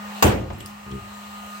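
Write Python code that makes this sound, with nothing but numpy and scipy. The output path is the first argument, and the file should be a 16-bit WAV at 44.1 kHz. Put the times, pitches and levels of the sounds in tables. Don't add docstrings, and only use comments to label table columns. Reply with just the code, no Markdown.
import sys
import numpy as np
from scipy import signal
from scipy.fft import rfft, irfft
from scipy.io import wavfile
from scipy.ndimage import uniform_filter1d

SR = 44100
rng = np.random.default_rng(int(sys.argv[2]) if len(sys.argv) > 2 else 0)


def bounce(signal):
    frames = np.transpose(np.atleast_2d(signal))
    limited = np.clip(frames, -1, 1)
    pcm = np.round(limited * 32767).astype(np.int16)
    wavfile.write(sys.argv[1], SR, pcm)


N = 70560
T = np.arange(N) / SR

# (frequency [Hz], relative level per Hz [dB])
SNAP_COLOUR = [(300, 0.5), (600, -1), (1100, -3.5), (1700, -16), (2300, -12.5), (2800, -15.5), (4000, -15),
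               (5600, -32), (6800, -14), (9000, -18.5), (12500, -19.5), (16000, -14)]
# (time after the snap [s], relative level [dB])
SNAP_CRACKS = [(0, -4), (.0007, 3), (.0034, 2), (.0062, -8), (.0095, -12)]
# (frequency [Hz], level [dB], t60 [s])
STEEL_MODES = [(990, -8, 0.014), (1320, -14, 0.02), (1640, -20.5, 0.13), (2720, -22.5, .09),
               (4930, -17.5, 0.032), (6270, -27.5, 0.15), (6600, -24, .05), (8100, -23, 0.046),
               (11950, -23, .08), (13000, -23, 0.11)]
# (frequency [Hz], t60 [s])
GARAGE_DECAY = [(60, 1), (150, 0.96), (400, 0.58), (1000, 0.39), (3000, 0.36), (8000, 0.26), (16000, 0.24)]
# (frequency [Hz], relative level per Hz [dB])
GARAGE_TAIL_COLOUR = [(45, -10), (90, -17.5), (160, -19.5), (340, -10.5), (750, -12), (1400, -18.5),
                      (2800, -24.5), (4500, -31.5), (7400, -26.5), (12000, -30), (16000, -30.5)]
# (frequency [Hz], level when struck [dB], t60 when struck [s], level when rubbed at the edge [dB])
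PANEL_MODES = [(58.5, -15, 0.8, -9), (91.3, -4.5, 0.26, -25), (110.4, -5, 0.39, -2), (127.7, -4, 0.21, 0),
               (205, 0, 0.18, 6.5), (264, -11, 0.078, -39), (328.5, -4.5, 0.25, -7.5),
               (366.8, -4.5, 0.23, -1.5), (399.6, -5, 0.22, 5.5), (454, -16, 0.17, -25),
               (566, -3.5, 0.17, -24), (723, -3.5, 0.31, -27), (848, 2.5, 0.14, -26),
               (910, -18, 0.085, -26)]
# (time [s], level [dB], push length [ms])
PANEL_BLOWS = [(0.2246, -28, 0.96), (0.2444, -10, 2.8), (0.2584, -18.5, 1.06), (.283, -19.5, 2.5),
               (0.333, -19, 5.2), (.385, -28, 3.1), (0.4, -28.5, 4.7), (0.433, -31, 5.2), (0.504, -34, 1.3),
               (0.524, -31.5, 5.2), (0.577, -34.5, 2.7), (0.598, -35, 1.9), (0.654, -40.5, 3.3),
               (1.016, -36, 4.3), (1.037, -44.5, 2.1)]
# (time [s], slip rate [1/s], level [dB])
EDGE_SLIPS = [(0.849, 69, -44), (.875, 69, -40), (.895, 68, -42), (.91, 67.5, -34), (0.951, 67, -32),
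              (0.984, 65, -34), (.997, 60, -50)]
# (time [s], level [dB], centre [Hz], width [Hz], t60 [s])
TOOL_CLICKS = [(0.502, -39, 1740, 2220, 0.05), (0.502, -33.5, 797, 400, 0.15),
               (0.532, -52, 7450, 1500, 0.11), (.583, -49, 12500, 1800, 0.16),
               (0.6056, -39.5, 2670, 1000, 0.086), (0.604, -38, 7000, 5000, .015),
               (0.605, -43, 7950, 600, 0.061), (.606, -49, 11600, 600, .12),
               (0.625, -48, 8040, 1000, 0.044), (0.659, -43, 5000, 1000, 0.06),
               (0.6594, -25, 9800, 2500, 0.0074), (0.6597, -27.5, 9800, 14000, 0.0088),
               (0.662, -45.5, 10000, 12000, 0.28), (.675, -48, 14400, 2000, 0.02),
               (.698, -52, 14300, 2000, 0.022), (0.914, -41.5, 3300, 500, 0.058),
               (.9145, -40, 5000, 4000, 0.014)]
# (time [s], shaft hum [dB], fan-blade whine [dB], hiss [dB],
#            treble against the hiss [dB], whine left minus right [dB])
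GUN_LEVELS = [(0, -38, -47.5, -38.5, -4, 4), (0.204, -38, -47, -36.5, 1.5, 2),
              (.45, -49.5, -60, -45, -3.5, 16.5), (.7, -41.5, -51, -44, -1.5, -0.5),
              (.9, -47.5, -46, -44.5, 1, 2), (1.02, -48, -46, -43.5, 1.5, 6),
              (1.1, -43.5, -46.5, -42.5, 0.5, 3.5), (1.3, -43.5, -42, -43, 3.5, 2),
              (1.45, -42.5, -40.5, -41.5, 2, 2), (1.6, -42, -43, -42, 4.5, -5)]
# (multiple of the shaft rate, level at the start [dB], level at the end [dB])
MOTOR_LINES = [(7, -60, -59), (9, -63, -63), (20, -70, -64), (25, -65, -73), (35, -72, -70), (37, -75, -65),
               (40, -69, -68)]
# (frequency [Hz], relative level per Hz [dB])
HISS_COLOUR = [(150, -8), (290, -16.5), (430, -10), (800, -0.5), (1200, -1), (1550, -10), (1850, -5.5),
               (2200, -10), (2800, -5), (3400, -14.5), (4150, -13), (5200, -22), (7800, -16), (9500, -24),
               (13000, -22.5), (16000, -38)]
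# (frequency [Hz], relative level per Hz [dB])
RUMBLE_COLOUR = [(30, -28), (55, 1.5), (100, 0.5), (150, -10), (300, -24.5)]

SNAP_S, SNAP_RISE_S, SNAP_T60_S, SNAP_DB = 0.2243, 0.00038, 0.07, -19
CRACK_RISE_S, CRACK_T60_S, CRACK_DB = 0.00026, 0.011, -5
STEEL_PUSH_MS = 0.07
GARAGE_DB, GARAGE_CLUMP_DB = -9.5, 2.5
GARAGE_RISE_S, GARAGE_BASS_LATE_HZ = 0.0062, 245
JUDDER_PUSH_MS, JUDDER_DAMP = 2.85, 0.33
JUDDER_JITTER, JUDDER_SCATTER_DB = 0.025, 1.5
SHAFT_HZ, BLADES = 205.34, 6
HUM_LAG_RAD, WHINE_LAG_RAD = 0.35, 1.89
COMB_DB, COMB_SCATTER_DB, COMB_WAVER_DB = -75, 2.5, 2
TREBLE_HZ, FLICKER_DB = 4660, 1.2
RUMBLE_DB, RUMBLE_FLICKER_DB = -56, 3.5
BASS_WIDE, ALIKE_HZ = 0.14, 355
MIC_LOW_HZ, TOP_HZ = 64, 15900
MIC_DIP_HZ, MIC_DIP_WIDTH_HZ, MIC_DIP_SHARE = 10800, 4600, 0.59


def snap():
    cracks = sum(undb(CRACK_DB + db) * fade(SNAP_S + s, CRACK_RISE_S, CRACK_T60_S) for s, db in SNAP_CRACKS)
    body = undb(SNAP_DB) * fade(SNAP_S, SNAP_RISE_S, SNAP_T60_S)
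    burst = noise(SNAP_COLOUR, lambda hz: 1) * (cracks + body)
    return burst + tool_steel() + garage()


def tool_steel():
    force = sum(undb(db) * push(SNAP_S + s, STEEL_PUSH_MS) for s, db in SNAP_CRACKS)
    return ring(force, STEEL_MODES)


def garage():
    def band_envelope(hz):
        rise = GARAGE_RISE_S * (1 + (GARAGE_BASS_LATE_HZ / hz) ** 2)
        clumps = undb(GARAGE_CLUMP_DB * walk(70.06))
        return clumps * fade(SNAP_S, rise, curve(GARAGE_DECAY, hz))

    return undb(GARAGE_DB) * noise(GARAGE_TAIL_COLOUR, band_envelope)


def knocks():
    force = -sum(undb(db) * push(s, ms) for s, db, ms in PANEL_BLOWS)
    struck = [(hz, db, t60) for hz, db, t60, _ in PANEL_MODES]
    return ring(force, struck)


def judder():
    s, rate, db = np.array(EDGE_SLIPS).T
    sliding = (T > s[0]) * (T < s[-1])
    turns = np.cumsum(np.interp(T, s, rate) * sliding) / SR
    slips = T[1:][np.diff(np.floor(turns)) > 0]
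    late, size = rng.standard_normal((40, 2))[:len(slips)].T
    slips = slips + JUDDER_JITTER * late / rate.mean()
    levels = np.interp(slips, s, db) + JUDDER_SCATTER_DB * size
    force = -sum(undb(level) * push(u, JUDDER_PUSH_MS) for u, level in zip(slips, levels))
    rubbed = [(hz, db, t60 * JUDDER_DAMP) for hz, _, t60, db in PANEL_MODES]
    return ring(force, rubbed)


def clicks():
    out = np.zeros((2, N))
    for s, db, hz, width, t60 in TOOL_CLICKS:
        band = [max(hz - width / 2, 50), min(hz + width / 2, 20000)]
        sos = signal.butter(2, band, "band", fs=SR, output="sos")
        a, b = signal.sosfilt(sos, rng.standard_normal((2, N)))
        pair = np.array([a + 0.96 * b, a - 0.73 * b]) / np.std(a)
        out += undb(db) * fade(s, 0.00044, t60) * pair
    return out


def heat_gun():
    s, *controls = np.array(GUN_LEVELS).T
    hum, whine, hiss, treble, pan = (np.interp(T, s, c) for c in controls)
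    bright = lambda hz: treble / (1 + (TREBLE_HZ / hz) ** 4)
    return motor(hum, whine, hiss, pan, bright) + air_jet(hiss, bright) + rumble()


def motor(hum, whine, hiss, pan, bright):
    phase = 2 * np.pi * np.cumsum(SHAFT_HZ * (1 + 0.0004 * walk(3))) / SR

    def tone(k, db, lag):
        both_phases = k * phase + k * k + np.array([[0], [lag]])
        return np.sqrt(2) * undb(db) * np.sin(both_phases)

    out = tone(1, hum + 0.4 * walk(10.4), HUM_LAG_RAD)
    panned_whine = whine + 3.1 * walk(24.8) + np.array([pan, -pan]) / 2
    out += tone(BLADES, panned_whine, WHINE_LAG_RAD)
    strong = {k: np.interp(T, [0, T[-1]], db) for k, *db in MOTOR_LINES}
    for k, (scatter, lag) in enumerate(rng.standard_normal((76, 2)), 2):
        db = strong.get(k, COMB_DB + COMB_SCATTER_DB * scatter)
        follow = hiss - hiss[-1] + bright(k * SHAFT_HZ)
        out += tone(k, db + follow + COMB_WAVER_DB * walk(11.83), lag)
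    return out


def air_jet(hiss, bright):
    return undb(hiss) * noise(HISS_COLOUR, lambda hz: undb(bright(hz) + FLICKER_DB * walk(14.02)))


def rumble():
    return undb(RUMBLE_DB) * noise(RUMBLE_COLOUR, lambda hz: undb(RUMBLE_FLICKER_DB * walk(6.4)))


def ring(force, modes):
    out = np.zeros((2, N))
    for k, (hz, db, t60) in enumerate(modes):
        pole = np.exp((2j * np.pi * hz - np.log(1000) / t60) / SR)
        z = signal.lfilter([1], [1, -pole], force + 0j)
        angle = 2 * BASS_WIDE + np.pi / 2 / (1 + (ALIKE_HZ / hz) ** 4)
        turn = np.exp(1j * (-1) ** k * angle)
        out += undb(db) * np.array([z.imag, (z * turn).imag])
    return out


def push(start, ms):
    u = (T - start) * 1000 / ms
    return np.where((u > 0) & (u < 1), np.sin(np.pi * u) ** 2, 0) * 2000 / ms / SR


def fade(start, rise, t60):
    u = np.maximum(T - start, 0)
    return (1 - np.exp(-u / rise)) * np.exp(-np.log(1000) * u / t60)


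def noise(table, shape):
    f = np.maximum(np.fft.rfftfreq(N, 1 / SR), 1)
    wide = np.sqrt(BASS_WIDE ** 2 + 1 / (1 + (ALIKE_HZ / f) ** 4))
    colour = undb(curve(table, f)) * (f > table[0][0])
    mid, side = rfft(rng.standard_normal((2, N))) * colour
    pair = np.array([mid + wide * side, mid - wide * side]) / np.sqrt(1 + wide ** 2)
    pair = pair / np.std(irfft(pair, N))
    thirds = np.log2(f / 31.25) * 3
    out = np.zeros((2, N))
    for k in range(28):
        band = irfft(pair * np.clip(1 - abs(thirds - k), 0, 1), N)
        out += band * shape(31.25 * 2 ** (k / 3))
    return out


def walk(rate):
    k = int(SR / rate)
    steps = np.repeat(rng.standard_normal(N // k + 1), k)
    return 1.42 * uniform_filter1d(uniform_filter1d(steps, k), k)[:N]


def curve(table, hz):
    a = np.array(table, float)
    return np.interp(np.log(hz), np.log(a[:, 0]), a[:, 1])


def undb(db):
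    return 10 ** (np.asarray(db) / 20)


def scene():
    return snap() + knocks() + judder() + clicks() + heat_gun()


def record(dry):
    mic = signal.sosfilt(signal.butter(4, MIC_LOW_HZ, "high", fs=SR, output="sos"), dry)
    b, a = signal.iirpeak(MIC_DIP_HZ, MIC_DIP_HZ / MIC_DIP_WIDTH_HZ, SR)
    mic = mic - MIC_DIP_SHARE * signal.lfilter(b, a, mic)
    top_cut = signal.ellip(10, 0.2, 70, TOP_HZ, fs=SR, output="sos")
    return signal.sosfilt(top_cut, np.tanh(mic))


dry = scene()
out = record(dry)
bounce(out)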